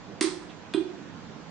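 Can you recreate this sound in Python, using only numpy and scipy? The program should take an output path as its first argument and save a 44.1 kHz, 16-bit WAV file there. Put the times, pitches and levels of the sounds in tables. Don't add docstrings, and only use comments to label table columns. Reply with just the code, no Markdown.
import sys
import numpy as np
from scipy import signal
from scipy.io import wavfile
from scipy.ndimage import uniform_filter1d

SR = 44100
rng = np.random.default_rng(int(sys.argv[2]) if len(sys.argv) > 2 else 0)


def put_to_file(sound):
    columns = np.atleast_2d(sound).T
    safe = np.clip(columns, -1, 1)
    whole_steps = np.round(safe * 32767)
    wavfile.write(sys.argv[1], SR, whole_steps.astype(np.int16))


N = 66150

# (time [s], level [dB], tilt [dB/octave])
STROKES = [(.2111, -17.8, -1.6), (.7447, -16.5, 1.6)]
# (pitch [Hz], level [dB], fade [s], sign [+1 or -1])
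BOX_TONES = [(253.4, -10, .13, 1), (288.5, -4.7, .21, 1), (302.4, -14, .8, 1), (319.7, 0, .31, 1),
             (329.3, -2.1, .3, -1), (340.2, -9.6, .61, 1), (360.1, -2.8, .33, -1), (366, -8.4, .53, 1),
             (386.7, -4.5, .42, -1)]
# (time [s], level [dB], tilt [dB/octave])
LANDINGS = [(.2120, -26.5, 1.5)]
# (pitch [Hz], level [dB], fade [s])
STOP_TONES = [(520, -8.5, .04), (610, -18, .04), (774, -8.5, 0.035), (900, -11.5, .04), (1064, -2, .06),
              (1190, -6.5, 0.0399), (1985, 1, .02), (2120, -3, .02), (2360, -7.5, 0.032), (2690, 2.5, .021),
              (3610, -8.5, 0.026), (4063, -3.5, 0.0406), (4650, -15.5, .015), (5900, -8.5, .03),
              (5760, -13.5, 0.0189), (8400, -9, .02), (9120, -17, .016)]
# (time [s], level [dB], tilt [dB/octave])
TICKS = [(.7382, -26, 0), (.7422, -36.5, -9.5), (.7452, -50, -9.5)]
# (pitch [Hz], level [dB], fade [s])
VALVE_TONES = [(690, -19, .04), (975, -20, .04), (1250, -23, .04), (1630, -12, .08), (1905, -12, .04),
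               (2470, -11, .06), (2780, -8, .03), (2960, -16, .06), (3180, -11, .03), (3412, -11, .17),
               (3450, -2, .02), (4035, -14, .05), (4400, -16, .02), (4900, -19, .03), (8300, -16, .03),
               (8900, -20, .03)]
# (time [s], level [dB], fade [s], tilt [dB/octave])
SNAPS = [(0.2096, -26, 0.03, 1), (0.216, -40, 0.059, -1.5), (0.224, -27, 0.089, -1)]
# (time [s], level [dB], centre [Hz], width [Hz])
PUFFS = [(0.406, -52, 1190, 400), (0.492, -53, 3000, 2000)]
# (frequency [Hz], relative level [dB])
SNAP_COLOUR = [(290, -35.5), (500, -8.5), (1100, 0.5), (1500, -10), (2060, 8), (2500, -1), (2750, 4.5),
               (2950, -14), (3450, 6.5), (3750, -4), (4140, 7.5), (5000, 1.5), (5700, 9), (6200, -0.5),
               (6550, -23.5), (7600, -13), (8400, 12.5), (9360, 18.5), (10500, -71), (13600, -75.5),
               (22000, -120)]
RUSH_COLOUR = [(290, -26.5), (500, -0.5), (680, -2), (1000, 2), (2400, -1.5), (2900, -10.5), (3210, 4),
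               (7260, -1.5), (9010, 4), (9850, -44.5), (10500, -74.5), (13600, -104), (22000, -120)]
RATTLE_COLOUR = [(350, -31.5), (600, -3.5), (1000, -6), (1660, -6), (2110, -28.5), (2490, -15), (3330, 5),
                 (4000, -4.5), (4400, -22), (5060, -14.5), (5430, -46), (6580, -34), (8500, -6.5),
                 (8990, -20), (10500, -88.5), (13600, -117), (22000, -120)]
HUM_COLOUR = [(12, -60), (20, -42.5), (38, -8), (63, -23), (85, -4.5), (129, -11.5), (154, -1), (229, -4),
              (275, -5.5), (313, -3.5), (348, -14.5), (407, -9), (573, -13.5), (1020, -14.5), (1220, -17.5),
              (1510, -16.5), (2200, -22.5), (4000, -25.5), (7280, -32.5), (10500, -74), (13600, -107),
              (22000, -120)]
# (frequency [Hz], likeness [-1 to 1])
VALVE_LIKENESS = [(60, -0.12), (220, 0.84), (780, 0.855), (2810, 0.83), (10100, -0.24)]
HUM_LIKENESS = [(60, -0.15), (120, 0.12), (260, 0.78), (540, 0.54), (1120, 0.52), (2340, 0.26),
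                (4870, -0.17), (10100, -0.099)]
# (frequency [Hz], left minus right [dB])
VALVE_PAN = [(60, -17.5), (140, -19.5), (330, 0), (780, -6.5), (1830, -6.5), (4310, -3.5), (10100, -0.5)]
HUM_PAN = [(60, 4.5), (140, -8.5), (330, -7.5), (780, -7), (1830, -4), (4310, -1), (10100, 0)]
# (frequency [Hz], fade [s])
ROOM_FADE = [(500, 0.98), (2000, .45), (5000, 0.55), (10000, 0.094)]

BOX_MID_HZ, VALVE_MID_HZ = 330, 3000


def box_boom(rise_s=.002006, left_db=-11):
    out = np.zeros(N)
    for start, level_db, tilt_db in STROKES:
        t, _ = since(start)
        rise = np.minimum(t / rise_s, 1)
        for hz, tone_db, fade_s, sign in BOX_TONES:
            db = level_db + tone_db + tilt_db * np.log2(hz / BOX_MID_HZ)
            out += sign * rise * amp(db - 60 * t / fade_s) * np.sin(2 * np.pi * hz * t)
    return cut_bass(out) * amp([[left_db], [0]])


def air_snaps():
    out = np.zeros((2, N))
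    for start, db, fade_s, tilt_db in SNAPS:
        t, on = since(start)
        colour = [(hz, level + tilt_db * np.log2(hz / VALVE_MID_HZ)) for hz, level in SNAP_COLOUR]
        out += on * amp(db - 60 * t / fade_s) * noise(colour)
    return out


def seal_pop(start=.2108, db=-11, hz=6000):
    cycles = since(start)[0] * hz
    pop = amp(db) * np.sin(2 * np.pi * cycles) * (cycles < 1)
    return pop * amp(np.array([[.5], [-.5]]) * read(VALVE_PAN, hz))


def struck_metal(blows, tones, wobble=.3, wobble_s=.006):
    chatter = rng.standard_normal((len(blows), 2, 40)) * np.hanning(40)
    t = np.arange(SR // 3) / SR
    out = np.zeros((2, N))
    hz, tone_db, fade_s = np.transpose(tones)[:, :, None]
    for (start, level_db, tilt_db), (shared, right_only) in zip(blows, chatter):
        db = level_db + tone_db + tilt_db * np.log2(hz / VALVE_MID_HZ)
        waves = amp(db - 60 * t / fade_s) * np.sin(2 * np.pi * hz * t)
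        waver = drift(rng.standard_normal(waves.shape), round(wobble_s * SR))
        waves *= 1 + wobble * waver * np.minimum(t / wobble_s, 1)
        ring = np.array([(waves * amp(side * read(VALVE_PAN, hz) / 2)).sum(0) for side in (1, -1)])
        force = .05 * np.array([shared, shared + 1.1 * right_only])
        force[:, 0] += .8
        hit = signal.fftconvolve(force, ring, axes=1)[:, :len(t)]
        out[:, round(start * SR):][:, :len(t)] += hit
    return cut_bass(out)


def air_rush(start=.212, rise_s=.00069, db=-35, fade_s=.43, seep_db=-41.5, seep_fade_s=.47):
    t, _ = since(start)
    flow = amp(db - 60 * t / fade_s) + amp(seep_db - 60 * t / seep_fade_s)
    return np.minimum(t / rise_s, 1) * flow * noise(RUSH_COLOUR, patchy_db=1.)


def rattle(start=.742, db=-38, fade_s=.27):
    t, on = since(start)
    return on * amp(db - 60 * t / fade_s) * noise(RATTLE_COLOUR, patchy_db=-1.5)


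def puffs(peak_s=.0125):
    out = np.zeros((2, N))
    for start, db, hz, width in PUFFS:
        t, _ = since(start)
        colour = [(hz - width, -30), (hz - width / 2, 0), (hz + width / 2, 0), (hz + width, -30)]
        out += amp(db) * t / peak_s * np.exp(1 - t / peak_s) * noise(colour)
    return out


def room_echo(sound):
    echoes = np.zeros((2, SR // 2))
    slots = np.arange(300, SR // 2 - 20, 20)
    delays = slots + rng.integers(0, 20, (2, len(slots)))
    np.put_along_axis(echoes, delays, rng.choice([-1., 1.], delays.shape), 1)
    hz, t, bands = signal.stft(echoes, SR, nperseg=256)
    bands *= amp(-60 * t / read(ROOM_FADE, hz)[:, None])
    tail = signal.istft(bands, SR, nperseg=256)[1]
    return signal.fftconvolve(sound, tail / np.linalg.norm(tail[0]), axes=1)[:, :N]


def room_hum(db=-45.5):
    return amp(db) * noise(HUM_COLOUR, HUM_LIKENESS, HUM_PAN, patchy_db=1.5, swell_db=-.1, size=4096)


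def noise(colour, likeness=VALVE_LIKENESS, pan=VALVE_PAN, patchy_db=0., swell_db=0., size=1024):
    frames = N // (size // 4) + 5
    hz = np.fft.rfftfreq(size, 1 / SR)
    a, b, c, d, patches = rng.standard_normal((frames, len(hz), 5)).T
    patches = drift(uniform_filter1d(patches, size // 100, axis=0), 8192 // size)
    swell = drift(rng.standard_normal(frames), 12288 // size)
    alike = np.clip(read(likeness, hz), -1, 1)[:, None]
    left = a + 1j * b
    right = alike * left + np.sqrt(1 - alike ** 2) * (c + 1j * d)
    lean = amp(read(pan, hz) / 2)[:, None]
    bands = np.array([left * lean, right / lean])
    bands *= amp(read(colour, hz)[:, None] + patchy_db * patches + swell_db * swell)
    out = signal.istft(bands, nperseg=size, noverlap=size - size // 4)[1][:, :N]
    return out / np.sqrt(np.mean(out.mean(0) ** 2))


def cut_bass(sound, hz=190):
    return signal.sosfilt(signal.butter(2, hz, "high", fs=SR, output="sos"), sound)


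def drift(values, span):
    smooth = uniform_filter1d(values, span)
    return smooth / np.sqrt(np.mean(smooth ** 2) + 1e-20)


def amp(db):
    return 10 ** (np.asarray(db) / 20)


def read(table, hz):
    row_hz, values = np.transpose(table)
    return np.interp(np.log(hz + 1), np.log(row_hz + 1), values)


def since(start):
    t = np.arange(N) / SR - start
    return np.maximum(t, 0), t >= 0


def scene():
    boom = box_boom()
    clicks = air_snaps() + seal_pop()
    clicks += struck_metal(LANDINGS, STOP_TONES) + struck_metal(TICKS, VALVE_TONES)
    hum = room_hum()
    echo = room_echo(amp(-6) * clicks + amp(-20) * boom)
    return boom + clicks + air_rush() + rattle() + puffs() + echo + hum


def record(dry, dull_hz=9350, top_hz=10700):
    dull = signal.sosfilt(signal.butter(14, dull_hz, fs=SR, output="sos"), dry)
    cutoff = signal.firwin(511, top_hz, window=("kaiser", 9), fs=SR)
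    return signal.oaconvolve(dull, cutoff[None], "same")


dry = scene()
out = record(dry)
put_to_file(out)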